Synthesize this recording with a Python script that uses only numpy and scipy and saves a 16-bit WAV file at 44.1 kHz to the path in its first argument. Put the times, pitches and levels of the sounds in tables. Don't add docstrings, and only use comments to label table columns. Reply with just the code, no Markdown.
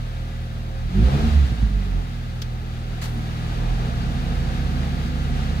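import sys
import numpy as np
from scipy import signal
from scipy.fft import rfft, irfft, next_fast_len
from scipy.io import wavfile
from scipy.ndimage import uniform_filter1d

SR = 44100
rng = np.random.default_rng(int(sys.argv[2]) if len(sys.argv) > 2 else 0)


def int16_out(signal):
    q = np.round(np.clip(np.atleast_2d(signal).T, -1, 1) * 32767)
    wavfile.write(sys.argv[1], SR, q.astype(np.int16))


def voltage_ratio(level):
    return 10 ** (np.asarray(level, float) / 20)


N = 246959
T = np.arange(N) / SR
LONG = next_fast_len(N + N % 2, True)
F = np.maximum(np.arange(LONG // 2 + 1) * SR / LONG, 1.)
IDLE_HZ = 40
BULKHEAD_HZ, BULKHEAD_DB = 256.7, -14

# time_s, firing_hz, throttle_db (over idle)
ENGINE_RUN = [(0, 39.8, -1), (.87, 39.53, -1), (.96, 48.26, 4.5), (1.07, 64.8, 3), (1.16, 70.5, 6),
              (1.27, 76.5, 1.5), (1.34, 75.04, -3), (1.43, 68.23, -6.5), (1.5, 60.1, -3.5),
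              (1.62, 55.5, -5), (1.7, 50, -4), (1.8, 48.13, -1), (2.12, 40.54, -0.5), (3.0, 39.99, 1),
              (3.3, 39.25, 2), (3.7, 40.72, 3.5), (4.15, 42.26, 0.5), (5.6, 42.72, -1.5)]
# idle_db, db_per_throttle_db, clutch_drag_db, fan_at_speed_db
ORDER_LAWS = [
    (-33, -0.9, 4, -1.5),
    (-34, 1.2, -2.5, -13),
    (-34, 0.9, 3, -1.5),
    (-38.5, 0.74, 7.5, -5),
]
# time_s, shaft_hz, second_order_db
FAN_RUN = [(3.45, 27.5, -46), (3.6, 29.4, -40), (3.75, 31.6, -34), (3.9, 33.1, -31), (4.05, 34.1, -29),
           (4.25, 34.9, -27.5), (4.5, 35.4, -28), (4.85, 35.7, -28), (5.6, 35.72, -28)]
# freq_hz, lag_samples
PORT_LAG = [(60, 9), (300, 10), (650, 11), (950, 19), (2000, 20)]
# freq_hz, shared_power_0_to_1
LIKENESS = [(30, .88), (200, .85), (350, .6), (700, .62), (1300, .55), (2500, .38), (6000, .22),
            (12000, .3)]
# freq_hz, left_minus_right_db
SIDES = [(60, -4), (110, 2), (200, -1.5), (380, 0), (700, 2), (1290, 1), (2380, 1.5), (4400, 2), (8120, 4),
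         (15000, 7)]


def columns(table):
    time_s, *rest = np.transpose(table)
    return [np.interp(T, time_s, column) for column in rest]


def on_hz(table, at_hz):
    hz, value = np.transpose(table)
    return np.interp(np.log(at_hz), np.log(hz), value)


def unit(x):
    return x / np.sqrt(np.mean(x ** 2))


def walk(rate_hz):
    steps = int(N / SR * rate_hz * 4) + 9
    coarse = uniform_filter1d(rng.standard_normal(steps), size=4)
    coarse = uniform_filter1d(coarse, size=3)
    return np.interp(T, np.linspace(0, N / SR, steps), unit(coarse))


def diffuse(colour, rings=()):
    like = np.clip(on_hz(LIKENESS, F), 0, 1)
    shared, left, right = rfft(rng.standard_normal((3, LONG)))
    mix = np.sqrt(like) * shared + np.sqrt(1 - like) * np.array([left, right])
    colour_db = on_hz(colour, F)
    for hz, width_hz, lift_db in rings:
        colour_db = colour_db + lift_db / (1 + (2 * (F - hz) / width_hz) ** 2)
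    inside = (F > colour[0][0] / 2) & (F < colour[-1][0] * 1.1)
    tilt = voltage_ratio(on_hz(SIDES, F) / 2)
    delay = np.exp(-2j * np.pi * F * on_hz(PORT_LAG, F) / SR)
    ports = np.array([tilt, delay / tilt])
    return unit(irfft(mix * ports * voltage_ratio(colour_db) * inside, LONG)[:, :N])


def orders(shaft_hz, multiples, wobble_db, slip_rad, rate_hz, apart_rad):
    turns, out = np.cumsum(shaft_hz) / SR, 0
    for k, db in multiples:
        mean_hz = k * np.mean(shaft_hz)
        phase = 2 * np.pi * (k * turns + rng.random()) + slip_rad * np.sqrt(k) * walk(rate_hz)
        lag = 2 * np.pi * k * shaft_hz * on_hz(PORT_LAG, mean_hz) / SR
        lag = lag + apart_rad * walk(rate_hz / 2)
        bulkhead_db = BULKHEAD_DB * np.clip((k * shaft_hz - BULKHEAD_HZ) / 20, 0, 1)
        line_db = db + wobble_db * walk(rate_hz) + bulkhead_db
        pan_db = on_hz(SIDES, mean_hz) / 2
        left = voltage_ratio(pan_db) * np.sin(phase)
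        right = voltage_ratio(-pan_db) * np.sin(phase - lag)
        out = out + np.sqrt(2) * voltage_ratio(line_db) * np.array([left, right])
    return out


def effort(idle_db, db_per_throttle_db, db_per_octave, drag_db):
    firing_hz, throttle_db = columns(ENGINE_RUN)
    clutch_s, drag_rise_s = 2.8, 0.52
    drag = np.tanh(np.maximum(T - clutch_s, 0) / drag_rise_s)
    speed_db = db_per_octave * np.log2(firing_hz / IDLE_HZ)
    return idle_db + db_per_throttle_db * throttle_db + speed_db + drag_db * drag


def firing_db(order):
    # freq_hz, gain_db over the idle lines
    cabin_modes = [(40, 0.5), (60, 1.5), (80, 0), (100, 1), (122, 0.5), (145, -7.5), (175, 1), (230, -2)]
    # centre_s, order_1_db, half_length_s, db_per_higher_order
    surges = [(0.87, -30.5, .025, -6), (0.992, -20, 0.042, -1.5), (1.064, -14.5, 0.035, -10),
              (1.152, -21, 0.03, -5), (1.247, -22, 0.037, -9), (1.388, -17, 0.077, -11),
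              (1.52, -22.5, 0.016, -10.5), (1.636, -17.5, 0.034, -15), (1.784, -26, 0.058, -7.5),
              (1.97, -27.5, 0.044, -8), (3.707, -28, 0.1532, -7.5), (4.25, -31.5, 0.2, -13)]
    fan_full_s, fan_rise_s = 3.54, 0.097
    idle_db, db_per_throttle_db, drag_db, fan_db = ORDER_LAWS[order]
    fan = .5 + .5 * np.tanh((T - fan_full_s) / fan_rise_s)
    cabin_db = on_hz(cabin_modes, (order + 1) * columns(ENGINE_RUN)[0])
    size = voltage_ratio(effort(idle_db, db_per_throttle_db, 0, drag_db) + fan_db * fan)
    for centre_s, db, half_s, tilt_db in surges:
        size = size + voltage_ratio(db + order * tilt_db) * np.exp(-((T - centre_s) / half_s) ** 2)
    return 20 * np.log10(size) + cabin_db


def engine():
    minor_orders = [2.5, 3.5, 4.5, 5, 5.5, 6, 7, 8, 9, 11]
    minor_order_db = [-13, -19, -10, -9.5, -6.5, -7, -11, -3.5, -4, -31]
    # freq_hz, density_db_per_hz
    boom_colour = [(18, -12), (28, -2), (50, 5.5), (90, 1.5), (150, -2), (200, -6), (250, -7), (300, -16.5)]
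    lump_db, lump_hz = 1.6, 6
    rough_db_per_octave, rough_hz = 5, 22
    boom_db = -11

    hz = columns(ENGINE_RUN)[0]
    order_db = [firing_db(order=k) for k in range(len(ORDER_LAWS))]
    order_db[0] = order_db[0] + lump_db * walk(lump_hz) * (IDLE_HZ / hz) ** 2
    rough_db = rough_db_per_octave * np.log2(hz / IDLE_HZ)
    order_db[1:] = [db + rough_db * walk(rough_hz) for db in order_db[1:]]
    main = orders(hz, enumerate(order_db, start=1), wobble_db=1.1, slip_rad=.055, rate_hz=14, apart_rad=.25)

    lean_db = .35 * uniform_filter1d(order_db[3], size=6000) - 26.5
    weaker = [(k, db + lean_db) for k, db in zip(minor_orders, minor_order_db)]
    minor = orders(hz, weaker, wobble_db=2, slip_rad=.08, rate_hz=8, apart_rad=.6)

    load = np.sqrt(sum(voltage_ratio(db) ** 2 for db in order_db))
    boom = voltage_ratio(boom_db) * uniform_filter1d(load, size=4000) * diffuse(boom_colour)
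    return main + minor + boom


def shakes():
    # start_s, level_db, mode_hz, rise_s, t60_s
    panel_shakes = [(.95, -28, 203, .04, .6), (.945, -33, 372, .03, .7), (.95, -37, 300, .03, .5),
                    (1.14, -35, 405, .05, .5), (1.12, -29, 224, .04, .3), (1.12, -36, 310, .05, .5),
                    (1.15, -30, 166, .04, .4), (1.24, -33, 172, .04, .4), (1.15, -38, 470, .04, .5),
                    (1.0, -38, 520, .08, .6), (1.518, -22, 135, .004, .11), (1.518, -25, 215, .004, .1),
                    (1.624, -23, 125, .004, .12), (1.625, -23, 205, .004, .11), (1.704, -26, 140, .004, .1),
                    (1.705, -30, 215, .004, .09), (1.79, -36, 190, .01, .15), (1.85, -44, 400, .02, .2),
                    (3.12, -35, 233, .05, .3), (3.06, -48, 293, .1, 2.5)]
    out = np.zeros((2, N))
    for start_s, db, hz, rise_s, t60_s in panel_shakes:
        age_s = np.maximum(T - start_s, 0)
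        decay = np.exp(-np.log(1000) * np.maximum(age_s - rise_s, 0) / t60_s)
        shape = np.minimum(age_s / rise_s, 1) * decay
        phase = 2 * np.pi * hz * age_s + .5 * walk(20)
        lag = 2 * np.pi * hz * on_hz(PORT_LAG, hz) / SR
        out += np.sqrt(2) * voltage_ratio(db) * shape * np.sin([phase, phase - lag])
    return out


def mechanics():
    # freq_hz, density_db_per_hz
    hiss_colour = [(500, -14), (850, -9), (996, -21.5), (1130, -8), (1230, -1.5), (1450, -3), (1600, -4),
                   (2520, -8), (3210, -8), (3910, -9), (4750, -13.5), (5630, -16.5), (11300, -30),
                   (14200, -31.5), (15700, -37)]
    # freq_hz, width_hz, lift_db
    metal_rings = [(1195, 22, 6), (1655, 70, 4), (1970, 14, 7), (2460, 45, 4), (2745, 60, 3), (3488, 25, 4),
                   (3832, 30, 5), (4620, 20, 10), (5900, 50, 3), (6900, 120, 2), (12800, 110, 6)]
    # freq_hz, density_db_per_hz
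    rumble_colour = [(200, -48), (260, -10), (320, -6), (400, -5.5), (500, -6.5), (580, -12.5), (680, -5.5),
                     (760, -5), (850, -9), (1000, -11), (1300, -15)]
    hiss_db = effort(idle_db=-44.5, db_per_throttle_db=0.28, db_per_octave=10, drag_db=4.5)
    rumble_db = effort(idle_db=-46, db_per_throttle_db=0.65, db_per_octave=12, drag_db=5.5)
    hiss = voltage_ratio(hiss_db + .6 * walk(12)) * diffuse(hiss_colour, metal_rings)
    rumble = voltage_ratio(rumble_db + 1.02 * walk(14)) * diffuse(rumble_colour)
    return hiss + rumble


def tone(run, multiples, fade_s, wobble_db):
    hz, db = columns(run)
    since_s = T - run[0][0] + fade_s
    left_s = run[-1][0] + fade_s - T
    gate = np.clip(np.minimum(since_s, left_s) / fade_s, 0, 1)
    return gate * voltage_ratio(db) * orders(hz, multiples, wobble_db, slip_rad=0.037, rate_hz=7.9, apart_rad=0.26)


def cooling_fan():
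    fan_orders = [1, 1.5, 2, 3, 4, 5, 6, 7, 9, 14, 19, 21]
    fan_order_db = [-20, -11.5, 0, -15, -5, -19, -11.5, -10.5, -10, -10.5, -34, -11.5]
    return tone(FAN_RUN, zip(fan_orders, fan_order_db), fade_s=.25, wobble_db=1.1)


def wash():
    # freq_hz, density_db_per_hz
    wash_colour = [(40, -18), (90, 5.5), (160, 3.5), (240, 1.5), (290, -10), (400, -23)]
    hz = columns(FAN_RUN)[0]
    spin = np.clip((T - 3.1) / .5, 0, 1) * (hz / hz[-1]) ** 3
    return voltage_ratio(-34.0) * spin * diffuse(wash_colour)


def lagging_shaft():
    # time_s, shaft_hz, level_db
    lagging_run = [(1.14, 41.34, -38), (1.22, 47.2, -23), (1.28, 50.24, -26), (1.33, 52.3, -29),
                   (1.39, 55.4, -44)]
    return tone(lagging_run, [(1, 0), (2, -12)], fade_s=.04, wobble_db=1.2)


def whine():
    # time_s, pitch_hz, level_db
    whine_run = [(0, 536, -51), (.75, 536, -50), (.95, 536, -66), (2.0, 540, -64), (2.3, 540, -56),
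                 (3, 540, -57), (3.5, 536, -58), (4.5, 533, -54), (5.6, 533, -54)]
    return tone(whine_run, [(1, -BULKHEAD_DB)], fade_s=.1, wobble_db=1.5)


def burst(start_s, rise_s, hold_s, scrape_db, bands):
    pan_db = np.array([[1], [-1]])
    scrape = voltage_ratio(scrape_db * walk(120))
    age_s = np.maximum(T - start_s, 0)
    out = np.zeros((2, N))
    for low_hz, high_hz, db, t60_s in bands:
        decay = np.exp(-np.log(1000) * np.maximum(age_s - rise_s - hold_s, 0) / t60_s)
        shape = np.minimum(age_s / rise_s, 1) * decay
        band = signal.butter(2, [low_hz, min(high_hz, 20000)], "bandpass", fs=SR, output="sos")
        noise = unit(signal.sosfilt(band, rng.standard_normal((2, N))))
        out += voltage_ratio(db + pan_db) * shape * scrape * noise
    return out


def relay():
    # low_hz, high_hz, level_db, t60_s
    relay_bands = [(1300, 3000, -39.5, .04), (3100, 3700, -35.5, .05), (4200, 5300, -34.5, .05),
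                   (5300, 7000, -38.5, .045), (8500, 15600, -44, .045)]
    return burst(start_s=2.418, rise_s=.0006, hold_s=.003, scrape_db=1, bands=relay_bands)


def clutch():
    # low_hz, high_hz, level_db, t60_s
    clutch_bands = [(591, 2970, -39, 0.22), (2976, 7500, -42, .15), (4010, 4580, -46, .18),
                    (7990, 17300, -48, .12), (6000, 14000, -53.5, 1.0)]
    return burst(start_s=3.012, rise_s=.007, hold_s=.03, scrape_db=1.5, bands=clutch_bands)


def still_air():
    # freq_hz, density_db_per_hz
    air_colour = [(3000, -1), (7000, -6), (12000, -4.5), (15700, -5.5)]
    return voltage_ratio(-61.5) * diffuse(air_colour)


def scene():
    car = engine() + shakes() + mechanics()
    shafts = cooling_fan() + wash() + lagging_shaft() + whine()
    return car + shafts + relay() + clutch() + still_air()


def low_pass(x):
    return signal.sosfilt(signal.butter(12, 16500, fs=SR, output="sos"), x)


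def record(dry):
    top_hz = 15700
    top_cut = signal.ellip(12, .2, 85, top_hz, fs=SR, output="sos")
    return low_pass(signal.sosfilt(top_cut, dry))


dry = scene()
out = record(dry)
int16_out(out)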